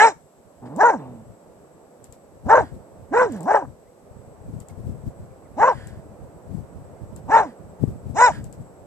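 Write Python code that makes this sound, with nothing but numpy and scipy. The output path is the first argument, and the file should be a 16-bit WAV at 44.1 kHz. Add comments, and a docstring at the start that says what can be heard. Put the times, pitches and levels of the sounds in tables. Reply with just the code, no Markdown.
"""A young dog barks on a grassy field between dunes, a few metres from a hand-held camera, with low growls
around some barks: vocal-fold harmonics and air noise through a tract, a faint echo from the dunes after them.
Gusts buffet the two microphone ports as lumpy low noise; under all lies a far roar (surf or traffic).
Gliding tones chirp far off. Inside the camera the focus drive ticks as ringing clicks with a short whirr,
noise hisses, and a thin sine whines near the left port."""
import sys
import numpy as np
from scipy import signal
from scipy.fft import rfft, irfft, next_fast_len
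from scipy.io import wavfile
from scipy.ndimage import uniform_filter1d, minimum_filter1d, map_coordinates

SR = 44100
rng = np.random.default_rng(int(sys.argv[2]) if len(sys.argv) > 2 else 0)


def output_pcm(signal):
    """Save a mono or channel-first signal as 16-bit PCM at the path in sys.argv[1].

    Samples are clipped to [-1, 1] before scaling.
    """
    pcm = np.clip(np.atleast_2d(signal).T, -1, 1) * 32767
    wavfile.write(sys.argv[1], SR, np.round(pcm).astype(np.int16))


N = 390726
PADDED = next_fast_len(N + SR // 10)   # room for filter tails
BINS_HZ = np.fft.rfftfreq(PADDED, 1 / SR)

# where turbulent air rings in throat and mouth: centre_hz, width_hz, level_db
THROAT = [(599, 180, -0.5), (926, 150, 1), (1574, 140, -5.5), (2146, 250.7, -26)]
# moments when the folds skip a beat and the throat rings freely: time_s, peak_db (before the ports colour it)
BREAKS = [(0.832, -6), (0.899, -25), (0.939, -29.5), (2.544, 6), (2.578, 2.5), (3.224, -26), (3.515, -9),
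          (3.544, 3.5), (3.623, -20), (5.635, -12.5), (5.68, -15), (7.364, -14), (7.394, -14.5),
          (8.212, -7.5)]


def amp(db):
    """Decibels to gain."""
    return 10 ** (np.asarray(db) / 20)


def rms_one(x):
    """Scales to unit power."""
    return x / np.sqrt(np.mean(np.abs(x) ** 2, axis=-1, keepdims=True) + 1e-20)


def in_time(rows, t):
    """Table columns read at times t."""
    s, *columns = np.transpose(rows)
    return [np.interp(t, s, c) for c in columns]


def at_hz(points, hz):
    """Straight lines between table points on a log-frequency axis."""
    points_hz, values = np.transpose(points)
    return np.interp(np.log(hz + 1), np.log(points_hz + 1), values)


def drift(rate_hz, size=N):
    """Slow chance with spread 1: white noise through two equal poles."""
    r = np.exp(-2 * np.pi * rate_hz / SR)
    slow = signal.lfilter([1], [1, -2 * r, r * r], rng.standard_normal(size + 8000))
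    return rms_one(slow[-size:])   # the settling start is dropped


def coloured(x, spectrum):
    """Shapes a sound by a table of frequency and dB."""
    return irfft(rfft(x, PADDED) * amp(at_hz(spectrum, BINS_HZ)), PADDED)[..., :N]


def resonance(x, hz, width_hz):
    """Two-pole resonance, gain 1 on top."""
    r = np.exp(-np.pi * width_hz / SR)
    zeros = np.array([1, 0, -1]) * (1 - r * r) / 2
    poles = [1, -2 * r * np.cos(2 * np.pi * hz / SR), r * r]
    return signal.lfilter(zeros, poles, x)


def cavities(x, table):
    """Parallel resonances, each applied twice for dark valleys."""
    out = 0
    for hz, width_hz, db in table:
        once = resonance(x, hz, width_hz)
        out = out + amp(db) * resonance(once, hz, width_hz)
    return out


def pan(left_minus_right_db):
    """Left and right gain for a level difference, total power kept."""
    left = amp(left_minus_right_db)
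    return np.array([left, 1 + 0 * left]) * np.sqrt(2 / (1 + left ** 2))


def dog():
    """Barks and growls: calls that follow without a pause form one phrase, faded in and out."""
    # calls: colour at full effort (chest_db, palate_db, rasp_db, air_db, all re throat),
    # then the gesture rows (start_s, pitch_hz, throat_db, mouth_db re throat)
    voice = [ ((-6.5, -14, -21.5, -11), [(0.0, 412, -12, 6.5), (0.052, 466.6, -12, -6.5),
             (0.086, 432, -18.5, -8), (0.102, 375.3, -27, -16.5), (0.135, 269, -37, -18)]),
             ((-4.5, -33.5, -34, -19), [(0.61, 126.9, -56.5, -3.5), (0.64, 123.6, -42.5, -30),
             (0.696, 124.4, -48, -16), (0.758, 170.5, -44, -24.5), (0.775, 234.7, -39.5, -29)]),
             ((-7.5, -38.5, -33.5, -12), [(0.78, 283.4, -37.5, -28.5), (0.794, 337.9, -20, -20),
             (0.81, 409.6, -14, -0.5), (0.846, 467.1, -9, -14.5), (0.862, 492, -12.5, 1.5),
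             (0.901, 442.8, -15.5, -11), (0.913, 396.3, -24, -9.5), (0.941, 292.6, -26, -25),
             (0.97, 214.7, -39, -7)]), ((-5.5, -27, -24, -15), [(0.975, 198.4, -48, -15.5),
             (0.991, 154, -43, -15), (1.029, 132.8, -44, -22), (1.209, 110, -62, -22),
             (1.26, 102, -52, -17)]), ((-6, -35.5, -34.5, -8.5), [(2.44, 153.4, -54.5, -23.5),
             (2.478, 252.3, -35, -39), (2.496, 382.8, -18, -3.5), (2.51, 437.2, -14, 1),
             (2.533, 458.6, -9, -3.5), (2.561, 529.8, -13, -7.5), (2.587, 506, -16, -9.5),
             (2.6, 446, -19.5, -10.5), (2.66, 196, -39.5, -24)]), ((0, -30, -36, -10.5),
             [(3.105, 186.5, -53, -12), (3.121, 281.3, -44.5, -19.5), (3.135, 361.8, -25, -1.5),
             (3.151, 456, -22, 0), (3.19, 496.5, -17, -1.5), (3.211, 514, -18, 2.5),
             (3.229, 494.4, -16.5, -10), (3.251, 477, -26.5, -4.5), (3.3, 320.9, -49, -30)]),
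             ((-3.5, -31, -26, -18.5), [(3.305, 291.5, -66, -14), (3.329, 233.2, -49.5, -10),
             (3.361, 198, -47.5, 1), (3.419, 147.8, -44, -24), (3.437, 172.8, -45, -22),
             (3.455, 199, -44, -39)]), ((-8.5, -40, -35.5, -9.5), [(3.46, 230.4, -29.5, -34),
             (3.474, 326, -28, -27), (3.482, 360.6, -17.5, -13), (3.51, 421, -15, -14),
             (3.543, 450, -20.5, 4), (3.573, 416.4, -14, -7), (3.603, 378, -35, -24),
             (3.627, 298.5, -35.5, -33), (3.66, 224, -22.5, -2)]), ((-11.5, -27.5, -36, -12),
             [(5.555, 156.2, -54, -24), (5.589, 319, -20.5, -35), (5.601, 393.2, -21, -13),
             (5.627, 455, -11.5, -7), (5.652, 486.7, -9.5, -16.5), (5.667, 519, -14.5, -13),
             (5.683, 535, -6, -21.5), (5.712, 475, -20, -24), (5.733, 330, -19.5, -21),
             (5.755, 280, -48, -5)]), ((-10.5, -27, -35, -12.5), [(7.275, 152.2, -33, -20.5),
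             (7.295, 263.4, -27.5, -26), (7.321, 431, -16.5, 0.5), (7.359, 461.9, -9.5, -3.5),
             (7.385, 449.7, -17, 1.5), (7.411, 424.4, -16.5, -12), (7.448, 332, -31, -20),
             (7.489, 240, -59, 1), (7.53, 173, -49, -10)]), ((-14, -20, -23, -14),
             [(8.14, 213.8, -40.5, -19), (8.156, 287.5, -30, -33.5), (8.172, 381.4, -21.5, -12),
             (8.2, 469.1, -14.5, -2.5), (8.237, 498.4, -5.5, -9.5), (8.263, 490, -15, 0),
             (8.286, 425, -12.5, -12.5), (8.307, 305, -17, -32), (8.335, 250, -50, -15)]), ]
    phrases = []
    for colour_db, rows in voice:
        if not phrases or rows[0][0] - phrases[-1][-1][0] > .05:
            phrases.append([])
        phrases[-1] += gesture(colour_db, rows)
    out = np.zeros(N)
    for rows in phrases:
        sound, start = utterance(rows), round(rows[0][0] * SR)
        ramp = np.arange(len(sound)) / (0.024 * SR)
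        fade_in = np.minimum(ramp, 1) if start else 1   # a call under way at 0 s starts at full level
        fade_out = np.minimum(ramp[::-1] / 2, 1)
        out[start:start + len(sound)] = sound * fade_out * fade_in
    # the voice keeps nothing below about 80 Hz
    return signal.sosfilt(signal.butter(4, 80, "high", fs=SR, output="sos"), out)


def gesture(colour_db, rows):
    """Adds the colour that effort gives; throat and mouth swing fully, the other parts follow in part."""
    # throat level that a pitch usually brings: pitch_hz, level_db
    usual_throat = [(120, -49.5), (250, -35.5), (400, -16.5), (520, -13)]
    # what slack folds add: chest_db, palate_db, rasp_db, air_db
    slack_colour_db = np.array((11.5, 5.5, 7.5, -8.5))
    # share of the throat's own swings not followed (0-1): chest, palate, rasp, air
    steadiness = np.array((0.8, 0.49, 0.584, .4))
    open_share, usual_mouth_db = 0.31, -8   # palate and rasp follow this share of a wider or narrower mouth
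    out = []
    for s, pitch, throat, mouth in rows:
        swing_db = throat - at_hz(usual_throat, pitch)
        slack = 1 - effort(pitch)
        chest, palate, rasp, air = colour_db + slack * slack_colour_db - swing_db * steadiness
        open_db = open_share * effort(pitch) * (mouth - usual_mouth_db)
        out.append((s, pitch, throat, chest, mouth, palate + open_db, rasp + open_db, air))
    return out


def utterance(rows):
    """Harmonics of the vocal folds through the tract; rough folds trade the clean line for sidebands."""
    # where chest, throat, mouth, palate and rasp act: centre_hz
    regions_hz = [400, 900, 1600, 2500, 6500]
    # fine colour of the voice as heard, with a gap near 4.5 kHz: frequency_hz, gain_db
    fine_colour = [(115, 5.5), (240, 10), (300, 5.5), (355, -9.5), (430, 0), (600, 2), (950, 4), (1250, -9),
                   (1600, 1), (2000, -2.5), (2300, -3.5), (2800, -9.5), (3300, -16), (3900, -4.5),
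                   (4350, -20), (4800, -21.5), (5400, -2), (6400, -5), (7400, -2), (8400, -10), (9300, -48)]
    flutter_hz, wobble, shared = 150, 0.014, 0.44   # shared: part of the flutter common to all harmonics
    break_air_db, break_air_s, fall_air_db = 7, 0.0083, 4.5   # more air leaks at breaks and in collapse
    patchy_db = 4.5   # upper harmonics swell and fade each on its own
    t = np.arange(round(rows[0][0] * SR), round(rows[-1][0] * SR)) / SR
    size = len(t)
    pitch, throat, chest, mouth, palate, rasp, air = in_time(rows, t)
    pitch = uniform_filter1d(pitch, size=700, mode="nearest")   # muscles round the glide off
    rough = roughness(t, pitch)
    air = air + break_air_db * near_break(t, break_air_s) + fall_air_db * collapse(pitch)
    phase = 2 * np.pi * np.cumsum(pitch * (1 + wobble * rough * drift(60, size))) / SR
    regions = np.array([chest, 0 * t, mouth, palate, rasp])

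    def flutter():
        return (drift(flutter_hz, size) + 1j * drift(flutter_hz, size)) / np.sqrt(2)

    together, out = flutter(), np.zeros(size)
    for k in range(1, 33):
        hz = k * pitch
        place = np.interp(np.log(hz), np.log(regions_hz), np.arange(len(regions)))
        region_db = map_coordinates(regions, [place, np.arange(size)], order=1)
        noisy = 1 - (1 - rough) ** (.42 * (k - .85))   # high harmonics lose their order first
        sidebands = shared * together + np.sqrt(1 - shared ** 2) * flutter()
        fold = np.sqrt(1 - noisy) + np.sqrt(noisy) * sidebands
        region_db += patchy_db * np.clip(place - 2, 0, 1) * drift(14.0, size)
        lag = k * k   # the tract spreads the harmonics in phase
        level = amp(throat + region_db + at_hz(fine_colour, hz)) * np.sqrt(pitch / 400)
        out += level * np.real(fold * np.exp(1j * (k * phase + lag)))
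    return out + amp(throat + air) * rms_one(cavities(rng.standard_normal(size), THROAT))


def effort(pitch):
    """Pitch tells how taut the folds are, 0-1."""
    slack_hz, taut_hz = 192.8, 425   # no effort and full effort
    return np.clip((pitch - slack_hz) / (taut_hz - slack_hz), 0, 1)


def roughness(t, pitch):
    """Slack folds are rough, taut ones as hoarse as the dog is, more so in collapse; breaks shake them."""
    # hoarseness of the taut folds along the bout: time_s, roughness (0-1)
    hoarse_points = [(0, .3), (.8, .12), (2.5, .33), (3.2, .45), (3.5, .32), (5.6, .2), (7.3, .15),
                     (7.42, .3), (8.2, .15), (8.23, .04)]
    slack_rough, break_rough, break_s, fall_rough = .45, .35, .012, .8   # fall_rough: share of hoarseness added
    taut = effort(pitch)
    hoarse = in_time(hoarse_points, t)[0] * (1 + fall_rough * collapse(pitch))
    shaken = break_rough * near_break(t, break_s)
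    return np.minimum(taut * hoarse + (1 - taut) * slack_rough + shaken, .75)


def collapse(pitch):
    """How fast the folds let go, 0-1, from the relative fall of the pitch."""
    fast_fall_per_s = 8   # counts as full collapse
    return np.clip(-np.gradient(np.log(pitch)) * SR / fast_fall_per_s, 0, 1)


def near_break(t, span_s):
    """1 at a break, 0 far from any."""
    return np.minimum(sum(np.exp(-((t - s) / span_s) ** 2) for s, db in BREAKS), 1)


def breaks():
    """One soft jolt of the folds rings the throat."""
    jolts, jolt = np.zeros(N), np.hanning(round(0.00098 * SR))
    for s, db in BREAKS:
        jolts[round(s * SR):][:len(jolt)] = amp(db) * jolt
    one_ring = cavities(np.r_[jolt, np.zeros(900)], THROAT)
    # the tiny offset keeps the filters off extremely small numbers
    return cavities(jolts + 1e-18, THROAT) / one_ring.max()


def breath():
    """Breathy puffs around the barks and one growl, perhaps the dog drawing air: noise rung through the nose."""
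    # puffs: start_s, length_s, top_db (before the ports colour it)
    puffs = [(0.652, 0.052, -55), (2.598, 0.17, -53.5), (3.282, 0.19, -53), (5.645, 0.46, -50.5),
             (7.45, 0.13, -57), (8.3, 0.15, -44.5)]
    # nose resonances: centre_hz, width_hz, level_db
    nose = [(1636, 650, 6), (3240, 420, -2.5), (4800, 1200, -6.5), (7060, 3200, -11)]
    shape = np.zeros(N)
    for s, length, db in puffs:
        part = np.linspace(0, 1, round(length * SR))
        # swells fast and ebbs slowly
        shape[round(s * SR):][:len(part)] += amp(db) * np.sin(np.pi * np.sqrt(part)) ** 2
    return shape * rms_one(cavities(rng.standard_normal(N), nose))


def port_lead():
    """Phase turn of left and right against the middle."""
    # phase between the ports: frequency_hz, left_lead_rad
    port_phase = [(0, -1), (430, 1.0), (1550, 0.43), (2500, 2), (2840, 0.75), (3450, 3.5), (5250, 5),
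                  (5860, 5), (6460, 4), (6720, 6.5), (7320, 8.5), (7840, 2.5), (8530, -7), (8790, -1.5)]
    lead = np.exp(.5j * np.interp(BINS_HZ, *np.transpose(port_phase)))
    return np.array([lead, lead.conj()])


def ports(x):
    """The two microphone ports hear the voice with their own colour and lag."""
    # level between the ports: frequency_hz, left_minus_right_db
    port_balance = [(100, 0.5), (370, -7), (570, 2.5), (900, 2.5), (1420, -1), (2230, -6.5), (3500, -6.5),
                    (4500, -2.5), (5400, -1), (6400, 13), (7500, 21), (8600, 13)]
    gains = pan(at_hz(port_balance, BINS_HZ)) * port_lead()
    return irfft(rfft(x, PADDED) * gains, PADDED)[:, :N]


def dunes(x):
    """Scattered return from the slopes: delayed, dying, own in each channel."""
    delay_s, t60_s, echo_db = 0.0072, 0.25, -21.5
    since = np.maximum(np.arange(SR) / SR - delay_s, 0)
    scatter = rng.standard_normal((2, SR)) * amp(-60 * since / t60_s) * np.minimum(since / 0.01, 1)
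    scatter /= np.sqrt(np.sum(scatter ** 2, axis=1, keepdims=True))
    # grass swallows the lows
    thin = signal.sosfilt(signal.butter(2, 1300, "high", fs=SR, output="sos"), x)
    return amp(echo_db) * signal.fftconvolve(thin[None], scatter)[:, :N]


def gusts(t):
    """Wind strength at each port: a wavering breeze with the buffets on top."""
    # breeze between buffets: time_s, level_db (3 dB is added at the end), left_minus_right_db
    breeze = [(0, -53.5, -3), (.3, -70.5, -2.5), (1.1, -53.5, -1.5), (1.4, -59.5, -0.5), (2.0, -67, -2.5),
              (2.4, -53, 8.5), (2.65, -41.5, 3), (2.95, -53.5, -4), (3.5, -57.5, -1.5), (3.85, -68, 4),
              (4.3, -50, -8), (4.85, -48, 8.5), (5.45, -49.5, -0.5), (5.7, -49.5, 8.5), (6.35, -52, 4),
              (7.2, -50.5, -12.5), (7.7, -50, 1), (8.3, -41, 2), (8.86, -55, -5)]
    # strong buffets: top_s, level_db (3 dB is added at the end), length_s, left_minus_right_db
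    buffets = [(1.454, -62, 0.045, 7), (1.584, -56.5, 0.048, 5), (2.028, -56, 0.077, -23.5),
               (2.466, -34, 0.035, 15), (2.622, -40, 0.11, 12), (2.741, -38, 0.044, 23),
               (3.04, -48.5, .05, -17.5), (3.682, -41, 0.093, 12), (4.201, -49.5, .06, -16),
               (4.559, -35.5, 0.12, 13.5), (4.694, -51, 0.022, 13), (4.785, -31, 0.016, 25),
               (4.886, -31, 0.11, 8), (5.051, -40.5, 0.083, 14), (5.226, -43, 0.073, -1.5),
               (5.606, -34.5, 0.029, -5), (5.869, -39, 0.042, 9), (5.935, -40.5, 0.056, 23),
               (6.225, -43, 0.078, -10), (6.559, -31.5, 0.13, 30), (6.8, -43.5, .06, 21.5),
               (7.028, -33.5, 0.029, -20), (7.138, -38, .04, -22), (7.282, -39.5, 0.064, -2),
               (7.613, -40.5, 0.03, -24.5), (7.833, -22.5, 0.041, 26), (7.887, -26.5, 0.028, 10),
               (8.096, -33, 0.12, 33), (8.307, -39, 0.044, -6), (8.364, -38.5, .06, 10),
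               (8.45, -36.5, 0.067, 1), (8.602, -36.5, 0.043, 14)]
    level_db, side_db = in_time(breeze, t)
    level = amp(level_db + 6 * drift(9.9))
    power = (level * pan(side_db + 9.5 * drift(6.0))) ** 2
    for s, db, length, left_db in buffets:
        swell = np.exp(-(2 * (t - s) / length) ** 2)
        power = power + (amp(db) * pan(left_db)[:, None] * swell) ** 2
    return np.sqrt(2 * power)   # unrelated ports add by power


def wind(gust):
    """Lumpy low noise, unrelated in the two ports, and single slaps on the membrane."""
    # colour of the eddies: frequency_hz, relative density_db
    buffet = [(15, -51.5), (30, -25.5), (50, -7), (90, -1), (150, -3.5), (250, -13.5), (400, -23),
              (800, -62.5)]
    # wind slaps on a port: time_s, level_db (before panning), left_minus_right_db
    pops = [(7.838, -4, 20)]
    lumps = amp(3.2 * np.array([drift(40), drift(14)]))
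    eddies = lumps * coloured(rng.standard_normal((2, N)), buffet)
    slow_level = np.sqrt(uniform_filter1d(eddies ** 2, size=1800) + 1e-12)
    out = gust * eddies / slow_level   # the gust alone sets the slow level
    for s, db, side_db in pops:
        t = np.arange(-300, 900) / SR
        swing = 1 / (1 + np.exp(-t / .0003)) * np.exp(-t / .005)   # sudden push, damped swing
        slap = swing * np.cos(2 * np.pi * (140 * t + .35 * (1 - np.exp(-t / .002))))
        out[:, round((s + t[0]) * SR):][:, :len(t)] += amp(db) * pan(side_db)[:, None] * slap
    return out


def focus_drive():
    """Ticks that ring the lens carriage briefly, and the level of the whirr that fades after each."""
    # ticks: time_s, impulse_db (before ringing), small tick just ahead_db re tick
    tick_rows = [(0.762, -30, -12), (2.0418, -29.5, -13), (2.124, -30.5, -37), (3.322, -29.5, -6),
                 (3.3628, -38, -40), (3.4062, -29, -40), (3.4304, -31, -40), (4.6022, -30.5, -7),
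                 (4.685, -30, -40), (5.8721, -31.5, -7), (7.1619, -30, -12), (8.4417, -29.5, -16),
                 (8.526, -30.5, -46)]
    clicks, whirr = np.zeros(N), np.zeros(N)
    fade = np.linspace(1, 0, round(.04 * SR))
    for s, db, ahead_db in tick_rows:
        at = round((s + .0009) * SR)
        clicks[at] += amp(db)
        clicks[at - round(.0021 * SR)] += amp(db + ahead_db)
        whirr[at:at + len(fade)] += amp(-58.5) * fade
    near_left = amp([[18], [6]]) * cavities(clicks, [(7650, 2160, 0)])
    return near_left + cavities(clicks, [(11600, 2400, 2.7), (5300, 1500, 1.9)]), whirr


def whine(t):
    """A thin sine that wanders a little in pitch and level."""
    # whine: time_s, pitch_hz, middle of the wavering left level_db
    whine_rows = [(0, 7680, -67.5), (3, 7745, -67.5), (6, 7790, -69), (8.86, 7710, -66)]
    hz, db = in_time(whine_rows, t)
    phase = 2 * np.pi * np.cumsum(hz + 12.5 * drift(15)) / SR
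    return amp(db + 2.5 * drift(23)) * np.sqrt(2) * np.sin(phase)


def camera(t, gust):
    """Hiss that swells with gusts, focus ticks and whirr, the left port's cavity ringing to them; the whine."""
    # colour of the hiss: frequency_hz, relative density_db
    hiss = [(1500, -1), (3000, -5.5), (5000, -5), (6500, -4), (9000, -4), (12000, -6.5), (14500, -8)]
    # cavity resonance of the left port: centre_hz, width_hz, level_db re direct sound
    left_port = (7760, 690, 3)
    hiss_db, rustle_db = -67.5, -43.5   # steady level; gain from wind strength to hiss
    ticks, whirr = focus_drive()
    level = amp(hiss_db) + amp(rustle_db) * uniform_filter1d(gust, size=2000) + whirr
    noise = rms_one(coloured(rng.standard_normal((2, N)), [(500, -33.5)] + hiss))
    out = level * noise + ticks
    hz, width_hz, db = left_port
    out[0] += amp(db) * resonance(out[0], hz, width_hz)
    out[0] += whine(t)
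    return out


def chirps():
    """Faint short gliding whistles with soft ends, perhaps a bird."""
    # chirps: start_s, length_s, start_hz, end_hz, peak_db
    chirp_rows = [(3.851, .05, 1800, 2250, -67.5), (4.69, .025, 2260, 2050, -59),
                  (5.3, 0.032, 2550, 2100, -71), (5.44, 0.039, 2440, 1700, -63.5),
                  (6.95, 0.044, 1950, 2200, -68)]
    out = np.zeros(N)
    for s, length, start_hz, end_hz, db in chirp_rows:
        size = round(length * SR)
        phase = 2 * np.pi * np.cumsum(np.linspace(start_hz, end_hz, size)) / SR
        out[round(s * SR):][:size] = amp(db) * np.hanning(size) * np.sin(phase)
    return out


def roar(t):
    """Far noise whose likeness between the ports depends on frequency, closest from about 160 to 440 Hz."""
    # level along the scene: time_s, level_db (before waver and panning)
    roar_level = [(0, -57.5), (.4, -53), (1.4, -50), (2.3, -51), (3, -48.5), (3.9, -51.5), (4.3, -48.5),
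                  (4.9, -47.5), (5.4, -48), (6.3, -47.5), (7, -47), (8, -46.5), (8.86, -48.5)]
    # colour: frequency_hz, relative density_db
    roar_colour = [(88, -34), (150, -1.5), (318, -1.5), (512, 3), (692, -1), (775, -4.5), (1220, -14),
                   (1600, -20), (3000, -34), (3900, -63), (6600, -120)]
    # likeness of the ports: frequency_hz, correlation (-1 to 1)
    roar_likeness = [(60, 0.19), (160, 0.97), (440, 1), (1180, 0.54), (3200, -0.71), (8640, -0.05)]
    alike = np.clip(at_hz(roar_likeness, BINS_HZ), -1, 1)
    mid, side = rfft(coloured(rng.standard_normal((2, N)), roar_colour), PADDED)
    spectra = np.sqrt(1 + alike) * mid + np.sqrt(1 - alike) * side * [[1], [-1]]
    both = irfft(spectra * port_lead(), PADDED)[:, :N]
    level = amp(in_time(roar_level, t)[0] + 0.33 * drift(4.13))
    return level * pan(-3.0)[:, None] * rms_one(both)


def scene():
    """Dog and echo over wind, roar, far chirps and camera noise."""
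    t = np.arange(N) / SR
    gust = gusts(t)
    voice = ports(dog() + breaks() + breath())
    return voice + dunes(voice[0]) + wind(gust) + roar(t) + chirps() + camera(t, gust)


def record(dry):
    """A look-ahead limiter, linked across both channels, holds the peaks; then the top is cut."""
    limit, cutoff_hz = .97, 15300
    room = np.minimum(limit / (np.abs(dry).max(axis=0) + 1e-9), 1)
    gain = uniform_filter1d(minimum_filter1d(room, size=301), size=301)
    return signal.sosfilt(signal.cheby2(16, 70, cutoff_hz, fs=SR, output="sos"), gain * dry)


dry = scene()
out = record(dry)
output_pcm(out)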